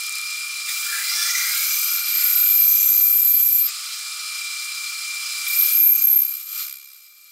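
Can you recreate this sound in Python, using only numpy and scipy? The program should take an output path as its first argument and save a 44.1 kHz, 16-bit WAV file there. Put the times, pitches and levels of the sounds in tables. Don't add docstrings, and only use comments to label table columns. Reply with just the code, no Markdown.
import sys
import numpy as np
from scipy import signal
from scipy.fft import rfft, irfft, next_fast_len
from scipy.io import wavfile
from scipy.ndimage import uniform_filter1d, minimum_filter1d, map_coordinates

SR = 44100
rng = np.random.default_rng(int(sys.argv[2]) if len(sys.argv) > 2 else 0)


def output_pcm(signal):
    pcm = np.clip(np.atleast_2d(signal).T, -1, 1) * 32767
    wavfile.write(sys.argv[1], SR, np.round(pcm).astype(np.int16))


def undo_db(level):
    steps = np.asarray(level, float) / 20
    return 10 ** steps


N = 322371
BITE_S, BACK_OUT_S, REBITE_S = .68, 3.66, 5.46


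def unit(x):
    return x / np.sqrt(np.mean(np.abs(x) ** 2) + 1e-20)


def along(points, hz):
    f, v = np.transpose(points)
    return np.interp(np.log(hz + 1), np.log(f + 1), v)


def curves(rows):
    s, *cols = np.transpose(rows)
    return [np.interp(np.arange(N) / SR, s, c) for c in cols]


def since(start_s, fade_s):
    t = np.arange(N) / SR - start_s
    return (t >= 0) * np.exp(-np.abs(t) / fade_s)


def wobble(rate):
    knots = rng.standard_normal(N // 20)
    return map_coordinates(knots, [np.arange(N) * np.clip(rate, .1, 2000) / SR])


def filtered(x, response):
    m = next_fast_len(N + 8192)
    return irfft(rfft(x, m) * response(np.fft.rfftfreq(m, 1 / SR)), m)[..., :N]


def rush(spectrum, modes=(), patchy_db=2.):
    z = signal.stft(rng.standard_normal(N + 512), nperseg=512)[2]
    field = uniform_filter1d(rng.standard_normal(z.shape), size=5, axis=0)
    field = uniform_filter1d(field, size=12, axis=1)
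    x = signal.istft(z * undo_db(patchy_db * unit(field)), nperseg=512)[1][:N]

    def colour(f):
        lift = sum(db / (1 + (2 * (f - c) / w) ** 2) for c, w, db in modes)
        return undo_db(along(spectrum, f) + lift)
    return unit(filtered(x, colour))


def band(hz, width_hz, steep=1.0):
    phase = 2 * np.pi * np.cumsum(hz) / SR
    a, b = filtered(rng.standard_normal((2, N)), lambda f: (1 + (2 * f / width_hz) ** 2) ** (-steep / 2))
    return unit(a * np.cos(phase) + b * np.sin(phase))


def angle(mark):
    t = np.arange(N) / SR
    before, after = [rate * t - point for rate, point in mark]
    return 2 * np.pi * np.where(t < BACK_OUT_S, before, after)


# time in seconds, pitch in Hz.
MESH = [(0, 2376), (.65, 2375), (.7, 2368), (2, 2365), (2.3, 2360), (3, 2367), (3.6, 2367), (3.9, 2373),
        (4.3, 2366), (5.2, 2363), (5.5, 2357), (5.7, 2372), (6.2, 2362), (6.6, 2378), (7.31, 2355)]
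# turns a second, point of the turn at 0 s.
GEAR_SLACK = [(33.09, .15), (33.09, -.33)]
# time in seconds, feed over idle in dB, shudder of the lathe in dB.
FEED = [
    [(.66, -1.28, -1.2), (.7, 7, 1.5), (.8, 6, 2.1), (1.25, 8, 5.5), (1.8, 10.5, 3.5), (2.06, 4, 3),
     (2.24, 10.5, 3.5), (3.6, 14, 1.4), (3.68, -1.8, 0.9)],
    [(5.1, 0.17, .1), (5.44, 2.5, 2.5), (5.5, 9.5, 2.5), (5.92, 10.5, 0.7), (6.27, 8.5, -0.4),
     (6.64, 6, 1.9), (7.31, 4.5, -0.5)],
]


def gear_whine():
    feed_db = curves(FEED[0] + FEED[1])[0]
    mesh_hz = curves(MESH)[0]
    slack_share = np.clip(1 + np.log(since(BACK_OUT_S, .72) + 1e-9), 0, 1)
    mesh_db = -33.5 - 15.5 * slack_share + 6.5 * since(REBITE_S, .4) + 0.25 * wobble(7)
    mesh_db = mesh_db - 6 * np.exp(-((np.arange(N) / SR - 6.6) / .18) ** 2)
    mesh = 2 * np.pi * np.cumsum(mesh_hz + 2.71 * wobble(14)) / SR
    slack = angle(GEAR_SLACK)
    above = undo_db(-11.5 + .3 * feed_db + 2.2 * wobble(5)) * np.sin(mesh + slack)
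    below = undo_db(-16 + .15 * feed_db + 2.1 * wobble(3.54)) * np.sin(mesh - slack)
    whine = unit(np.sin(mesh) - above - below)
    return undo_db(mesh_db + 1.1 * wobble(9)) * (whine + undo_db(-12.5) * band(mesh_hz, 40))


# multiple of the slot pitch, level in dB.
MOTOR_ORDERS = [(0.999, 3.5), (1.169, -8), (1.27, 0), (1.385, 0), (1.757, 13), (1.863, 18), (1.995, 22),
                (2.087, 22), (2.735, 13.5)]
# multiple of the slot pitch, dB per dB of shudder.
SHAKEN = [(1.05, -0.05), (1.15, 1.5), (1.45, 3), (1.6, 0)]


def motor():
    feed_db, shudder_db = curves(FEED[0] + FEED[1])
    freed = since(BACK_OUT_S, .17)
    slot_hz = 628.5 + .3 * feed_db + 25 * freed - 5 * since(BACK_OUT_S, 94)
    slot = 2 * np.pi * np.cumsum(slot_hz) / SR
    hum = np.zeros(N)
    for multiple, db in MOTOR_ORDERS:
        shaken_db = np.interp(multiple, *np.transpose(SHAKEN)) * shudder_db
        level_db = -72.5 + 1.6 * freed - 0.077 * feed_db + db + shaken_db + 1.9 * wobble(6)
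        hum += undo_db(level_db) * np.sin(multiple * slot)
    return 1.04 * hum


# frequency in Hz, level in dB per Hz.
CASING = [(330, -66), (560, -81), (586, -51.5), (617, -47), (684, -51), (801, -12.5), (983, -24),
          (1110, -3), (1260, 1.5), (1430, 6), (1590, -9.5), (1670, -2.5), (1900, -15.5), (2470, -31),
          (4180, -120)]
# frequency in Hz, level in dB per Hz.
GEARBOX = [(1400, -120), (1600, -32.5), (2100, -7), (2900, -10.5), (4300, -4.5), (5800, -9.5), (8000, -7),
           (11000, -17), (15700, -25)]
# frequency in Hz, width in Hz, lift in dB.
BOX_MODES = [(4176, 89, 7.5), (4834, 89, 9.5), (5094, 240, 9), (3180, 550, 1), (2690, 42, 4),
             (2120, 180, -3), (3966, 18, 9.5), (5640, 190, 5)]


def casing_and_gearbox():
    shudder_db = curves(FEED[0] + FEED[1])[1]
    casing_db = -48.5 + 1.4 * shudder_db + 0.41 * wobble(9) + 0.43 * wobble(60)
    casing = undo_db(casing_db) * rush(CASING, patchy_db=-0.5)
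    gearbox = undo_db(-31.5 + shudder_db + 0.73 * wobble(45)) * rush(GEARBOX, BOX_MODES, patchy_db=1.0)
    return casing + gearbox


def nicks():
    out, t = np.zeros(N), np.arange(120) / SR
    touches = [(.0348 + k * .0299, -16 - .35 * (k - 2.5) ** 2) for k in range(8)]
    for s, db in touches + [(BITE_S + .012, -14)]:
        out[round(s * SR):][:len(t)] += undo_db(db + 2 - 60 * t / 0.0079) * rng.standard_normal(len(t))
    return filtered(out, lambda f: 1 / (1 + (5500 / (f + 1)) ** 4) / (1 + (f / 13500) ** 8))


# frequency in Hz, level in dB per Hz.
SCRAPE = [(4500, -120), (5500, -7), (6500, -0.5), (8000, -2), (10000, -3.5), (12000, -4.5), (14000, -6),
          (15700, -30)]
# frequency in Hz, width in Hz, lift in dB.
DRILL_MODES = [(6340, 150, -10), (7336, 176, 8), (8690, 160, 6.5), (9500, 190, 4), (10300, 140, 5.5),
               (11800, 82, 3.5)]
# frequency in Hz, level in dB per Hz.
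FIZZ = [(11000, -120), (12000, -16), (13300, -6), (14200, -4), (15000, -2.5), (15500, 0), (15750, -4)]
# turns a second, point of the turn at 0 s.
LIP_GAP = [(33.5, .6), (33.5, 1.15)]
# turns a second, point of the turn at 0 s.
GRAZE = [(33.6, .26), (33.05, -1.03)]


def cutting():
    feed_db = curves(FEED[0] + FEED[1])[0]
    grit = undo_db(0.16 * np.cos(2 * angle(LIP_GAP)) + 0.67 * wobble(70) + 1.13 * wobble(400))
    scrape = undo_db(-38 + feed_db) * rush(SCRAPE, DRILL_MODES, patchy_db=1.7)
    fizz = undo_db(-44 + 1.72 * np.minimum(feed_db, 10.5)) * rush(FIZZ, patchy_db=0.0)
    graze_db = (1.6 + 2 * since(0, .2)) * np.clip(1 - feed_db / 4.5, 0, 1)
    graze = undo_db(graze_db * (2.0 * np.exp(6 * (np.cos(angle(GRAZE)) - 1)) + 0.5))
    return unit(grit) * (graze * (scrape + fizz) + groans_and_chips())


# time in seconds, level in dB.
SQUEAL = [
    [(.6, -58), (.75, -49), (1.3, -35), (1.6, -24.5), (1.95, -22.5), (2.03, -28)],
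    [(2.15, -19), (2.4, -13.5), (2.65, -9.5), (2.83, -12), (2.95, -10), (3.6, -7), (3.67, -19.5),
     (3.715, -54), (3.78, -77)],
    [(5.44, -91), (5.48, -26.5), (5.545, -25), (5.595, -11.5), (5.71, -20.5), (5.745, -13.5), (5.83, -2.5),
     (5.92, -3), (6.012, -19)],
    [(6.021, -6), (6.1, -4), (6.2, -5.5), (6.25, -14), (6.48, -22.5), (6.62, -25), (7.31, -30)],
]
# time in seconds, pitch in Hz.
SQUEAL_HZ = [(2.1, 12750), (2.3, 12430), (2.42, 12340), (3.2, 12315), (3.45, 12260), (3.6, 12290),
             (3.645, 12400), (3.69, 13800), (3.75, 14300), (5.55, 12880), (5.66, 12880), (5.76, 12650),
             (5.85, 12820), (5.95, 12850), (6.02, 12600), (6.2, 12820), (6.4, 12550), (6.6, 12900)]
# level in dB, share of noise from 0 to 1.
LOCKING = [(-28.5, .95), (-14.5, 0.55), (-10.5, 0.15), (1, 0.43)]
# frequency in Hz, level in dB.
TIP_MODES = [(11000, -120), (11500, -8), (12100, -10.5), (12450, 3), (12850, -9), (13300, 1.5), (13900, -7),
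             (14600, -18), (15500, -120)]


def squeal():
    db, hz = curves(sum(SQUEAL, []))[0], curves(SQUEAL_HZ)[0]
    chirp = np.abs(np.arange(N) / SR - BACK_OUT_S) < .05
    share = np.clip(np.interp(db, *np.transpose(LOCKING)) * (1 - .6 * chirp), 0, 1)
    turn = angle(LIP_GAP)
    choke = -8 * np.exp(4 * (np.cos(turn) - 1)) * (1 + .35 * wobble(20))
    lobes = 1.8 * wobble(2.73) * np.cos(2 * turn)
    lobes = lobes + 2.2 * np.cos(3 * turn + 1.8 + wobble(1.58)) + 0.5 * np.sin(turn)
    waver = 30 * np.cos(turn) + 45 * np.sin(turn) + 25 * np.sin(3 * turn) + 28 * wobble(260)
    waver = waver * np.clip((hz - 12000) / 330, 1, 2.4)
    tone = np.sqrt(2) * np.sin(2 * np.pi * np.cumsum(hz + waver) / SR) * undo_db(1.6 * wobble(300))
    loose = np.clip(2.5 * (share - .55), 0, 1)
    rough = band(hz + waver + loose * 420 * np.cos(turn - 1.6), 380, steep=1.61)
    spread = .55 * loose
    noise = np.sqrt(1 - spread) * rough + np.sqrt(spread) * rush(TIP_MODES, patchy_db=0.5)
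    faint = undo_db(-14) * band(np.full(N, 12860.), 240, steep=1.7)
    faint = faint + undo_db(-41) * band(np.full(N, 11680.), 200, steep=2.2)
    voice = np.sqrt(1 - share) * (1 - loose) * tone + np.sqrt(share) * noise + faint
    return undo_db(db) * unit(undo_db(choke + lobes)) * voice


# middle in seconds, length in seconds, pitch in Hz, level in dB.
GROANS = [(.94, .17, 1380, -38), (.95, .18, 1745, -37), (.98, .2, 1620, -38), (1.22, .14, 1725, -36),
          (1.25, .3, 1395, -40), (1.4, .25, 1965, -33), (1.55, .3, 1610, -41), (1.5, .3, 1405, -40),
          (1.92, .2, 1400, -41), (2.3, .35, 1440, -42), (1.23, .15, 3480, -33)]
# middle in seconds, length in seconds, pitch in Hz, level in dB.
HUMS = [
    (1.12, .3, 870, -58),
    (1.15, .2, 735, -63),
]
# middle in seconds, pitch in Hz, level in dB.
CLIMBS = [
    (1.08, 2060, -35),
    (1.41, 2085, -31),
    (1.64, 2250, -34),
]
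# middle in seconds, length in seconds, pitch in Hz, level in dB.
CHIPS = [(.7, .05, 2150, -35), (.695, .03, 1750, -45), (.7, .05, 3550, -36), (3.69, .06, 2400, -41),
         (3.7, .07, 7400, -36), (1.22, .22, 5600, -28), (1.2, .3, 5000, -31), (1.33, .3, 6300, -30),
         (1.38, .15, 5800, -31), (1.23, .15, 8600, -33), (1.75, .5, 6100, -33), (2.25, .3, 2120, -41),
         (2.85, .45, 6150, -28), (2.9, .4, 7300, -29), (6.6, .14, 13450, -30), (5.65, .35, 9900, -32),
         (6.0, .5, 6400, -32), (.8, .25, 14700, -38)]


def groans_and_chips():
    out = np.zeros(N + 2 * SR)
    rows = [(s, length, hz, 0, hz / 23, db) for s, length, hz, db in GROANS]
    rows += [(s, length, hz, 0, 14, db) for s, length, hz, db in HUMS]
    rows += [(s, .26, hz, 210, 140, db) for s, hz, db in CLIMBS]
    rows += [(s, length, hz, 0, 500, db) for s, length, hz, db in CHIPS]
    rasp = unit(undo_db(1.5 * wobble(170)))
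    for mid, length, hz, climb_hz, width_hz, db in rows:
        a, b = rng.standard_normal((2, SR))[:, :round((1.6 * length + .1) * SR)]
        u = np.arange(round(1.6 * min(length, .6) * SR)) / (1.6 * length * SR)
        low = signal.butter(2, width_hz / SR)
        a, b = [signal.lfilter(*low, noise)[-len(u):] for noise in (a, b)]
        phase = 2 * np.pi * np.cumsum(hz + climb_hz * (u - .5)) / SR
        ring = unit(a * np.cos(phase) + b * np.sin(phase))
        swell = np.abs(np.sin(np.pi * u)) ** 1.42
        out[round((mid - .8 * length) * SR):][:len(u)] += undo_db(db - 0.2) * ring * swell
    return out[:N] * rasp


# frequency in Hz, side level over middle in dB.
SIDE_DB = [(60, -33), (110, -34), (200, -32), (380, -35), (700, -48), (1290, -51), (2380, -29),
           (4400, -23.5), (8120, -25.5), (15000, -15.5)]


def scene():
    lathe = gear_whine() + motor() + casing_and_gearbox()
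    mid = lathe + nicks() + cutting() + squeal()
    side = filtered(mid * unit(wobble(45)), lambda f: undo_db(along(SIDE_DB, f)))
    return np.array([mid + side, mid - side])


# time in seconds, gain in dB.
GAIN = [(0, 0.5), (2.2, 0), (2.7, -3.5), (3.5, -7), (3.63, -5.5), (3.68, 0.7), (3.76, -0.5), (5.7, -0.3),
        (5.82, -5), (5.92, -9.5), (5.99, -4.5), (6.07, -9), (6.35, -11), (6.45, -14), (6.6, -2.5),
        (6.8, -18.5), (7.15, -23.5), (7.31, -21.5)]
# time in seconds, depth in dB.
FLUTTER = [(0, 0), (6.64, 0), (6.69, 10.5), (6.85, 7.5), (6.97, 3.5), (7.31, -1)]


def gain_control():
    t, depth_db = np.arange(N) / SR, curves(FLUTTER)[0]
    hunting = (np.cos(2 * np.pi * 68 * (t - 6.683)) - 1) / 2
    return undo_db(curves(GAIN)[0]) * undo_db(depth_db * hunting + depth_db / 3)


# frequency in Hz, level in dB per Hz.
HUSH = [(20, 0), (300, 0), (600, 3.5), (1200, -17), (2500, -120)]


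def microphone_hush():
    return undo_db(-85) * rush(HUSH, patchy_db=0.7)


# time in seconds, peak in dB.
TICKS = [(2.224, -52.5), (2.294, -54), (2.404, -54), (2.683, -54), (2.758, -51.5), (3.004, -60),
         (3.125, -50.5), (3.189, -61), (3.339, -52), (3.517, -51), (5.588, -52), (5.727, -52),
         (5.808, -48.5), (5.928, -50), (6.016, -52), (6.177, -57), (6.225, -58), (6.298, -56), (6.325, -61),
         (6.515, -61.5), (6.545, -60), (6.603, -59), (6.661, -58), (6.75, -64), (6.771, -63)]


def dull_ticks(peak):
    jolts = (rng.random(N) < 95 / SR) * rng.standard_normal(N)
    ticks = jolts * undo_db(-9) * uniform_filter1d(peak, size=4000) ** 3
    lag_s = .011
    for s, db in TICKS:
        ticks[round((s + lag_s) * SR)] = undo_db(db + 31.5)
    return filtered(ticks, lambda f: 1 / (1 + (f / 900) ** 2))


def low_pass(x):
    return signal.sosfilt(signal.butter(12, 15750, fs=SR, output="sos"), x)


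def record(dry):
    x = filtered(dry * gain_control(), lambda f: 1 / (1 + (595 / (f + 1)) ** 30))
    peak = -minimum_filter1d(-np.abs(x).max(axis=0), size=40)
    peak = uniform_filter1d(peak, size=30)
    x = x / (1 + (peak / .5) ** 4) ** .25
    added = undo_db([[.33], [-.33]]) * (dull_ticks(peak) + microphone_hush())
    mix = filtered(x + added, lambda hz: hz < 15757)
    return low_pass(mix)


dry = scene()
out = record(dry)
output_pcm(out)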